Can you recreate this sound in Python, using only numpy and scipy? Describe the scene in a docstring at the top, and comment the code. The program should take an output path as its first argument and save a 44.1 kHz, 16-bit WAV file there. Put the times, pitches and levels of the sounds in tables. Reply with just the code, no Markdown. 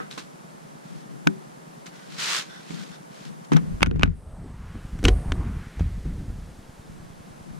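"""In a fabric hunting blind, a hunter shoulders a rifle: sleeves scuff, the rifle knocks once and its butt
swishes over his shirt. A hand then grips a camera and turns it on its stand: impacts excite clacks and
thuds, friction rumbles, and the gap between palm and microphone ports resonates with a hollow note.
The camera's gain ducks after the hardest clacks, and its stereo image closes to mono during the handling.
Beneath it all lie faint outdoor air, hiss and the throb of the electronics."""
import sys
import numpy as np
from scipy import signal
from scipy.fft import rfft, irfft, next_fast_len
from scipy.io import wavfile
from scipy.ndimage import uniform_filter1d, map_coordinates

SR = 44100
rng = np.random.default_rng(int(sys.argv[2]) if len(sys.argv) > 2 else 0)


def dump_mix(stems):
    """Bounce the given channels to the path in sys.argv[1] as a 16-bit WAV at rate SR."""
    frames = np.atleast_2d(stems).T  # one column per channel
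    limited = np.clip(frames, -1, 1)  # hard clip at full scale
    pcm = np.round(limited * 32767).astype(np.int16)
    wavfile.write(sys.argv[1], SR, pcm)


N = 334913
TIME = np.arange(N) / SR

# Spectrum of the mount's vibration. Each row: frequency in Hz, relative density in dB.
SHIVER = [(70, -48.5), (130, 6.5), (168, 10.5), (205, 3), (300, -6.5), (500, -16), (1200, -67)]


def amp(db):
    """Decibels to amplitude ratio."""
    return 10 ** (np.asarray(db) / 20)


def unit(x):
    """Normalise to rms 1."""
    return x / np.sqrt(np.mean(x ** 2) + 1e-20)


def blow(x):
    """Normalise each channel of a transient to the energy of 10 ms at rms 1."""
    return x / np.sqrt(np.sum(x ** 2, -1, keepdims=True) / (SR / 100) + 1e-20)


def add(track, start, x):
    """Superpose x on the track, start seconds in."""
    i = round(start * SR)
    track[..., i:i + x.shape[-1]] += x[..., :N - i]


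def wobble(rate):
    """Smooth random modulation with rate knots a second."""
    return map_coordinates(rng.standard_normal(int(N * rate / SR) + 4), [TIME * rate])


def swell(start, length, attack, release, db_per_s=0):
    """An envelope that rises, holds a steady slope in dB, then decays exponentially."""
    t = TIME - start
    rise = np.sin(np.pi / 2 * np.clip(t / attack, 0, 1)) ** 2
    return rise * amp(db_per_s * np.clip(t, 0, length)) * np.exp(-np.maximum(t - length, 0) / release)


def mode(t, hz, t60, cycles=0):
    """Free vibration: a sinusoid of given starting phase that falls 60 dB in t60 seconds."""
    return np.sin(2 * np.pi * (hz * t + cycles)) * amp(-60 * t / t60)


def filtered(x, response):
    """Linear filtering: multiply the spectrum by a frequency response."""
    n = x.shape[-1]
    size = next_fast_len(n + SR // 10)
    return irfft(rfft(x, size) * response(np.fft.rfftfreq(size, 1 / SR)), size)[..., :n]


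def contour(points):
    """A response interpolated through (Hz, dB) points in log frequency."""
    f, db = np.transpose(points)
    return lambda hz: amp(np.interp(np.log(hz + 1), np.log(f), db))


def resonances(peaks):
    """The response of parallel (Hz, bandwidth Hz, dB) resonators of alternating polarity."""
    return lambda f: sum((-1) ** k * amp(db) * 1j * f * band / (hz * hz - f * f + 1j * f * band)
                         for k, (hz, band, db) in enumerate(peaks))


def noise(spectrum):
    """Gaussian noise of rms 1, coloured by (Hz, dB) points."""
    return unit(filtered(rng.standard_normal(N), contour(spectrum)))


def moving_band(centre_hz, q):
    """Noise of rms 1 through a gliding resonance."""
    hz, t, frames = signal.stft(rng.standard_normal(N), SR, nperseg=512)
    ratio = (hz[:, None] + 1) / np.interp(t, TIME, centre_hz)
    gain = 1 / (1 + (q * (ratio - 1 / ratio)) ** 2)
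    return unit(signal.istft(frames * gain / np.linalg.norm(gain, axis=0), SR, nperseg=512)[1][:N])


def knocks(ring_hz=1491, shell_hz=620, push_hz=51, rock_hz=89, snap_t60=0.0028, reach_octaves=0.52):
    """Impact excitation: contacts on rifle, stand and camera set shell, metal and stand ringing."""
    # Contacts. Each row: start in seconds, crack level in dB, its t60 in seconds, its tilt in dB per
    # octave, snap pitch in Hz, snap level in dB, rebound delay in seconds, ring level in dB,
    # ping level in dB, thud pitch in Hz, thud level in dB, side gain in dB.
    contacts = [(.002, -47, 0.33, -3, 1290, -48, 0.0058, -55, -75, 356, -43, 4.5),
                (0.112, -53, 0.0066, 4, 3860, -43, 0.015, -71, -59, 200, -65, 2),
                (0.177, -38, 0.081, -1.5, 1020, -50, 0.0047, -61, -65, 260, -42, -6),
                (1.272, -25, 0.0087, -0.5, 2410, -30, 0.0021, -27.5, -40, 225, -42, 2.5),
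                (1.866, -48, 0.027, 4, 2190, -51, 0.0047, -58, -52, 200, -62, -6.5),
                (2.707, -49, 0.016, -6, 1900, -59, 0.011, -65, -61, 192, -33.5, -2.5),
                (3.519, -31, 0.12, -2, 1100, -33.5, 0, -59, -54, 250, -18.5, 0),
                (3.533, -39, 0.023, -5, 2360, -51, 0.0049, -58, -43, 230, -35, 2.5),
                (3.549, -55, .011, -6, 1000, -56, 0.019, -55, -72, 145, -15, 3),
                (3.563, -39, 0.013, -4, 2900, -49, 0, -57, -65, 160, -42, 4),
                (3.567, -32.5, 0.072, -6.5, 3650, -39.5, 0.0022, -39, -41.5, 156, -31, 0.5),
                (3.807, -43, 0.02, -3, 2780, -50, 0.0085, -48, -61, 250, -38, 1),
                (3.82, -35, 0.019, -7, 2760, -38, 0.0036, -52, -53, 199, -20.5, -1.5),
                (3.8254, -38, 0.018, -4, 2880, -44.5, 0.015, -48, -50.5, 200, -27.5, -1.5),
                (3.8294, -2.5, 0.012, -1.5, 2360, -1.5, 0.0019, -15.5, -23, 183, -12.5, -5),
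                (3.844, -31, 0.073, -8, 2900, -41.5, 0, -33.5, -58.5, 200, -31, 1),
                (3.861, -22.5, 0.017, -2, 2420, -23, 0.0036, -33, -42.5, 198, -28.5, -3.5),
                (3.87, -42, .006, 0, 3050, -35.5, 0.00079, -32, -44, 176.5, -9.5, 2),
                (3.912, -32, 0.0073, -5, 2730, -33, 0, -36, -58, 240, -17, -0.5),
                (3.959, -45, .059, 0.5, 1710, -51.5, 0.0046, -54, -63.5, 185, -20.5, 6.5),
                (3.995, -29.5, 0.0096, -3.5, 3600, -46, 0.0092, -51, -50, 201, -14, -1),
                (4.011, -31.5, 0.013, -6, 2400, -46, 0.0063, -52, -66.5, 203, -30, 1.5),
                (4.022, -29, 0.027, -3.5, 2410, -31, 0.005, -42.5, -54, 200, -25.5, -3),
                (4.0328, -10, 0.016, -2.5, 2290, -5.5, 0.00027, -15, -44.5, 192.7, -6, -4),
                (4.047, -37.5, 0.096, -7, 2400, -39.5, 0.0049, -36, -58, 170, -22.5, 3),
                (4.057, -34, .07, -7, 2700, -42.5, 0.0065, -38.5, -57.5, 149.5, -20, -3),
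                (4.077, -50.5, .01, -6, 2200, -46.5, 0, -51, -67, 151, -17, 7.5),
                (4.753, -55, .04, -10, 620, -50, 0, -64, -75, 229, -33, 7.5),
                (4.989, -47.5, 0.024, -11.5, 1490, -58, 0.015, -53, -59, 201, -39, -3),
                (5.029, -47, 0.017, -5, 1400, -55, 0.014, -50, -55, 300, -30.5, -1),
                (5.04, -32, 0.12, 5, 1490, -47, 0.006, -46, -46, 275, -21.5, -1.5),
                (5.0523, -23, 0.015, 1.5, 2870, -21.5, 0.0031, -29, -30.5, 296, -20, 13.5),
                (5.058, -33, 0.062, -7, 3200, -49, 0.015, -41, -54, 287, -21, 2),
                (5.0823, -27.5, 0.0096, 0, 3030, -31, 0.008, -35, -49, 340, -20.5, 10),
                (5.0838, -28, 0.028, -1, 3030, -23, 0.001, -38, -34, 330, -25, 0.5),
                (5.32, -30, 0.015, -4.5, 2950, -37.5, 0.0023, -56, -42, 260, -28, 0),
                (5.795, -43.5, 0.15, -3, 600, -39.5, 0.0025, -59, -54.5, 113, -36, 0),
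                (5.808, -49, .03, -11, 620, -54, 0.014, -65, -65, 143, -19.5, -1.5),
                (6.055, -59, .04, 2, 562, -58, 0.025, -59, -75, 172, -26.5, 0)]
    # Housing resonances. Each row: frequency in Hz, bandwidth in Hz, gain in dB.
    housing = [(520, 1600, 3), (1360, 710, 13), (2135, 540, 15), (2920, 2300, 9), (4080, 500, -23.5),
               (5960, 1200, -22.5), (10500, 2800, -20)]
    # Modes of the stand. Each row: frequency in Hz, relative level in dB, t60 in seconds.
    stand_modes = [(129, -10.5, 0.094), (161.3, -2.5, 0.15), (208, -6.5, 0.1), (275.6, -3, 0.073),
                   (343, -6.5, 0.087), (385, -11, 0.17), (474, -4, 0.16), (744, 8, 0.17)]
    # Further colouring of the side channel. Each row: frequency in Hz, gain in dB.
    spread = [(60, -5.5), (170, 5.5), (1100, 9), (2200, 1), (4000, -3), (12000, 2)]
    out, t = np.zeros((2, N)), np.arange(SR // 3) / SR
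    burst = lambda t60, response: blow(
        filtered(rng.standard_normal((2, len(t))) * amp(-60 * t / t60), response))
    for (start, crack_db, crack_t60, tilt_db, snap_hz, snap_db, rebound,
         ring_db, ping_db, thud_hz, thud_db, side_db) in contacts:
        tilt = lambda hz: amp(tilt_db * np.log2(1 + hz / shell_hz))
        colour = lambda hz: resonances(housing)(hz) * tilt(hz) / (1 + (hz / 10500) ** 6)
        crack = burst(crack_t60, colour)
        crack += amp(-24) * burst(0.12, lambda hz: colour(hz) / (1 + (hz / 3500) ** 4))
        # The snap reaches the two ports at different phases; a rebound strikes again.
        quadrature = np.array([[0], [0.25]])
        strike = lambda age: mode(age, snap_hz, snap_t60, quadrature) * (1 - np.exp(-age / 0.00092))
        snap = blow(strike(t) + amp(-3) * strike(np.maximum(t - rebound, 0)))
        # Hard snaps flex the shell more than in proportion.
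        flex = amp(1.4 * snap_db - 4) * blow(mode(t, shell_hz, t60=0.005))
        ring = blow(mode(t, ring_hz * (1 + rng.normal(0, 0.016)), t60=0.031)) * amp([[0], [1]])
        ping = burst(0.015, resonances([(6070, 460, 0)]))  # small metal fittings
        stand = np.zeros((2, len(t)))
        for hz, db, t60 in stand_modes:
            coupling = np.exp(-(np.log2(hz / thud_hz) / reach_octaves) ** 2 / 2)
            gain = coupling * amp(db + rng.normal(0, 2.5)) * rng.choice([-1, 1], (2, 1))
            stand += gain * mode(t, hz * (1 + rng.normal(0, 0.025)), t60)
        thud = blow(stand * (1 - np.exp(-t / 0.00025)))
        # The whole camera is shoved and rocks.
        shove = mode(t, push_hz * np.exp(rng.normal(0, 0.094)), t60=0.21)
        rock = amp(-1) * mode(t, rock_hz, t60=0.21)
        push = blow((shove - rock) * (1 - np.exp(-t / 0.0048)))
        click = amp(crack_db) * crack + amp(snap_db) * snap + amp(ring_db) * ring + amp(ping_db) * ping
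        shake = amp(thud_db) * thud + (flex + amp(thud_db + 1.5) * push) * amp([[0], [-5]])
        add(out, start, (click + shake) * amp([[0], [side_db]]))
    return np.array([out[0], filtered(out[1], contour(spread))])


def grip(lump_rate=24, lump_db=2.5, sway_db=5):
    """Stick-slip friction: fingers rumble and rub on the housing in bumps and sway it sideways."""
    # Pushes of the hand. Each row: start and length in seconds, rumble and rub levels in dB.
    pushes = [(3.553, 0.2, -30, -35), (3.821, 0.14, -15, -18.5), (4.014, 0.036, -11, -19),
              (4.25, 0.033, -25.5, -39), (4.349, 0.15, -34, -34), (4.552, 0.33, -34.5, -42),
              (4.904, 0.13, -30, -38.5), (5.033, 0.016, -10, -23.5), (5.143, 0.081, -37, -34.5),
              (5.248, 0.14, -22.5, -34.5), (5.423, 0.16, -30, -35), (5.759, 0.22, -26, -38),
              (6.028, 0.1, -28.5, -35), (6.165, 0.19, -30.5, -38.5), (6.37, 0.17, -43.5, -58),
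              (6.83, 0.62, -69, -47)]
    # Friction spectra. Each row: frequency in Hz, relative density in dB.
    rumble_spectrum = [(15, -8), (28, 9.5), (52, 13), (90, 6.5), (130, -7), (250, -71.5)]
    rub_spectrum = [(60, -55.5), (110, 1.5), (170, 5), (290, -12), (450, -20.5), (800, -36), (2000, -33),
                    (6000, -67)]
    rumble, rub = np.zeros((2, N))
    for start, length, rumble_db, rub_db in pushes:
        effort = swell(start, length, attack=0.039, release=0.055, db_per_s=-16)
        rumble += amp(rumble_db) * effort
        rub += amp(rub_db) * effort
    lumps = unit(amp(lump_db * np.tanh(wobble(lump_rate))))
    mid = lumps * (rumble * noise(rumble_spectrum) + rub * noise(rub_spectrum))
    return np.array([mid, amp(sway_db) * rub * noise(SHIVER)])


def rifle(rise_s=0.0052, split_hz=22):
    """Modal vibration: padded bumps excite the rifle's low modes; a sling fitting's close pair beats."""
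    # Bumps on hand and knee. Each row: start in seconds, body level in dB, clink pitch in Hz,
    # clink level in dB, clink t60 in seconds.
    bumps = [(0, -42, 1280, -41, 0.11), (.172, -43, 1060, -43.5, 0.11), (1.267, -17.5, 998, -38.5, 0.022)]
    # Modes of the rifle. Each row: frequency in Hz, relative level in dB, t60 in seconds.
    body_modes = [(48, -1.5, 0.11), (164, 0, 0.083), (207, -12.5, 0.26), (289, -4, 0.1), (381, -22.5, 0.39)]
    out, t = np.zeros((2, N)), np.arange(SR // 3) / SR
    ring = lambda hz, t60: mode(t, hz, t60, cycles=rng.random((2, 1)))
    rise = np.sin(np.pi / 2 * np.clip(t / rise_s, 0, 1)) ** 2
    for start, body_db, clink_hz, clink_db, clink_t60 in bumps:
        body = blow(rise * sum(amp(db) * ring(hz, t60) for hz, db, t60 in body_modes))
        clink = blow(rise * (ring(clink_hz - split_hz, clink_t60) + ring(clink_hz + split_hz, clink_t60)))
        add(out, start, amp(body_db) * body * amp([[0], [8]]) + amp(clink_db) * clink * amp([[0], [2]]))
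    return out


def cloth(grain_rate=260, grain_db=1.7):
    """Sliding friction: fabric moves in tiny slips; strokes swell, bright bursts start sharply and fade."""
    # Strokes of shirt and sleeves. Each row: start and length in seconds, level in dB.
    strokes = [(0.803, 0.21, -60), (1.895, 0.21, -57), (2.078, 0.29, -48), (2.16, 0.23, -31),
               (2.247, 0.1, -43.5), (2.422, 0.28, -56.5), (2.663, 0.17, -48.5), (2.816, 0.14, -55.5),
               (3.083, 0.2, -54.5)]
    # Short bright noise bursts: cloth scuffs and the sizzle of a clack.
    # Each row: start in seconds, level in dB, seconds to fall 30 dB.
    bursts = [(0.105, -43, 0.2), (0.176, -38, 0.084), (1.858, -41, 0.062), (3.249, -47, 0.022),
              (3.446, -39.5, 0.014), (5.074, -31.5, 0.047)]
    # Spectrum of the swish. Each row: frequency in Hz, relative density in dB.
    swish = [(150, -57), (330, -6.5), (700, -9.5), (1300, 2), (2500, 1), (4000, 1), (7000, -4.5),
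             (10200, -15.5), (11400, -21.5), (14500, -24), (15500, -47.5)]
    level = sum(amp(db) * swell(start, length, attack=0.068, release=0.024, db_per_s=7)
                for start, length, db in strokes)
    t = np.arange(SR // 3) / SR
    for start, db, fall in bursts:
        add(level, start, amp(db - 30 * t / fall) * (1 - np.exp(-t / 0.0025)))
    slips = unit(amp(grain_db * wobble(grain_rate)))
    return level * slips * np.array([noise(swish), amp(-2) * noise(swish)])


def mount(mid_db=-8.5):
    """Damped vibration: the hunter's movements nudge the mount, which shivers mostly sideways."""
    # Nudges. Each row: start in seconds, level in dB.
    nudges = [(0, -45), (.2, -55), (.89, -36), (1.08, -35.5), (1.27, -47), (2.06, -38.5), (2.71, -31.5),
              (3.23, -34.5), (3.499, -23.5), (7.44, -37.5), (7.52, -38)]
    level = sum(amp(db) * swell(start, length=0.04, attack=0.04, release=0.09) for start, db in nudges)
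    shiver = level * noise(SHIVER)
    return np.array([amp(mid_db) * shiver, shiver])


def gap(hollow_hz=420, octaves_per_s=2.82, overtone_ratio=2.13, lower_hz=8730, upper_hz=10440):
    """Cavity resonance: as the gap under the palm widens, two hollow notes climb and two whistles sag."""
    # Widenings after each new grip. Each row: start and length in seconds, level in dB.
    openings = [(4.146, 0.61, -45), (5.007, 0.74, -43.5)]
    # Whistles. Each row: start and length in seconds, sag in Hz per second, lower and upper levels in dB.
    whistles = [(4.12, 0.39, 1400, -59.5, -60), (5.05, 0.33, 600, -60.5, -58.5)]
    age, sag, hollow, lower, upper = np.zeros((5, N))
    for start, length, db in openings:
        age = np.where(TIME > start, np.minimum(TIME - start, length), age)
        hollow += amp(db) * swell(start, length, attack=0.058, release=0.2, db_per_s=-15)
    for start, length, sag_rate, lower_db, upper_db in whistles:
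        sag = np.where(TIME > start, sag_rate * np.minimum(TIME - start, length), sag)
        lower += amp(lower_db) * swell(start, length, attack=0.058, release=0.04, db_per_s=-13)
        upper += amp(upper_db) * swell(start, length, attack=0.058, release=0.04, db_per_s=-44.5)
    whistling = lower * moving_band(lower_hz - sag, q=9) + upper * moving_band(upper_hz - sag, q=7)
    note_hz = hollow_hz * 2 ** (octaves_per_s * age)
    overtone = amp(-12) * moving_band(overtone_ratio * note_hz, q=2.5)
    flicker = amp(1.5 * wobble(14))
    notes = hollow * flicker * (moving_band(note_hz, q=1.25) + overtone)
    return np.array([notes + whistling, np.zeros(N)])


def palm(octaves_per_s=-7):
    """Friction noise: skin drags on the housing in a low, narrow band that sinks as the hand slows."""
    # Groans. Each row: start and length in seconds, starting pitch in Hz, level in dB.
    groans = [(4.39, 0.12, 380, -39.5), (5.35, 0.16, 396, -42), (6.12, 0.16, 343, -46.5)]
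    level, pitch = np.zeros(N), np.full(N, groans[0][2])
    for start, length, hz, db in groans:
        level += amp(db) * swell(start, length, attack=0.045, release=0.013)
        glide = hz * 2 ** (octaves_per_s * np.clip(TIME - start, 0, length))
        pitch = np.where(TIME > start, glide, pitch)
    return np.array([level * moving_band(pitch, q=2.5), np.zeros(N)])


def stock():
    """Forced resonance: friction against hand and shoulder makes the rifle's stock sing faintly."""
    # Rubs. Each row: start and length in seconds, levels of the low and the upper modes in dB.
    squeaks = [(-.03, 0.028, -41, -60), (1.894, .15, -59.5, -84), (2.476, 0.1, -51, -54),
               (2.743, 0.077, -57, -65.5), (2.9, 0.036, -55.5, -56)]
    # Modes of the stock. Each row: frequency in Hz, bandwidth in Hz, relative gain in dB.
    low_modes = [(1500, 110, 2), (2020, 73, -4.5)]
    upper_modes = [(3550, 110, 2.5), (5570, 290, -8)]
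    low, upper = np.zeros((2, N))
    for start, length, low_db, upper_db in squeaks:
        rub = swell(start, length, attack=0.035, release=0.029)
        low += amp(low_db) * rub
        upper += amp(upper_db) * rub
    sing = lambda modes: unit(filtered(rng.standard_normal((2, N)), resonances(modes)))
    return low * sing(low_modes) + upper * sing(upper_modes)


def noise_floor(period_s=0.1024, first_s=0.04, mono_boost_db=8):
    """Broadband air and microphone hiss, with a pulse train from the electronics that grows in mono."""
    # Spectra of air and hiss. Each row: frequency in Hz, relative density in dB.
    air_mid = [(30, -5), (100, -20), (160, -3.5), (253, -11), (415, -14.5), (612, -17), (1650, -23.5),
               (2400, -28), (9650, -34), (12800, -41.5), (15500, -54.5)]
    air_side = [(35, -64.5), (60, -37.5), (102, -20), (139, -5.5), (159, -3.5), (266, -10), (497, -11.5),
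                (869, -11), (1870, -22.5), (3760, -38), (5840, -32), (9740, -35.5), (14100, -45),
                (15500, -62)]
    since = (TIME - first_s + period_s / 2) % period_s - period_s / 2
    pulse = lambda delay, sigma: np.exp(-((since - delay) / sigma) ** 2 / 2)
    # Each throb is a quick dip and a push, then a slower swing back.
    shape = -0.7 * pulse(-0.0023, 0.001) + pulse(0, 0.0014) - 0.2 * pulse(0.01, 0.006)
    throb = shape * amp(-33 + mono_boost_db * (1 - width()) ** 2 + 2.2 * wobble(5.7))
    return np.array([amp(-49) * noise(air_mid) + throb, amp(-46) * noise(air_side)])


def width(narrows_at_s=4.056, narrow_db_per_s=54, widens_at_s=6.194, widen_s=0.89):
    """Side gain sets stereo width: it closes once the camera is held and slowly opens again."""
    closing = amp(-narrow_db_per_s * np.maximum(TIME - narrows_at_s, 0))
    return closing + 1 - np.exp(-np.maximum(TIME - widens_at_s, 0) / widen_s)


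def scene(bass_hz=130, thin_db=-24, fills_at_s=3.64, thins_at_s=7.02):
    """Superposition in mid and side, decoded to left and right; the bass fills in during the grip."""
    mix = knocks() + rifle() + cloth() + stock() + grip() + palm() + gap() + mount() + noise_floor()
    bass = filtered(mix, lambda hz: 1 / (1 + (hz / bass_hz) ** 20))
    thinness = 1 - np.clip((TIME - fills_at_s) / 0.092, 0, 1) + np.clip((TIME - thins_at_s) / 2.6, 0, 1)
    mid, side = mix + (amp(thin_db * thinness) - 1) * bass
    return np.array([mid + width() * side, mid - width() * side])


def record(dry, threshold_db=-7, release_db_per_s=14, top_hz=15800):
    """Automatic gain control ducks at once and recovers slowly; peaks clip and the band is limited."""
    power = np.abs(uniform_filter1d(np.mean(dry ** 2, 0), size=130))
    excess_db = np.maximum(10 * np.log10(power + 1e-12) - threshold_db, 0)
    recovery = release_db_per_s * TIME
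    duck_db = uniform_filter1d(np.maximum.accumulate(excess_db + recovery) - recovery, size=40)
    return filtered(np.clip(dry * amp(-duck_db), -1, 1), lambda hz: hz < top_hz)


dry = scene()
out = record(dry)
dump_mix(out)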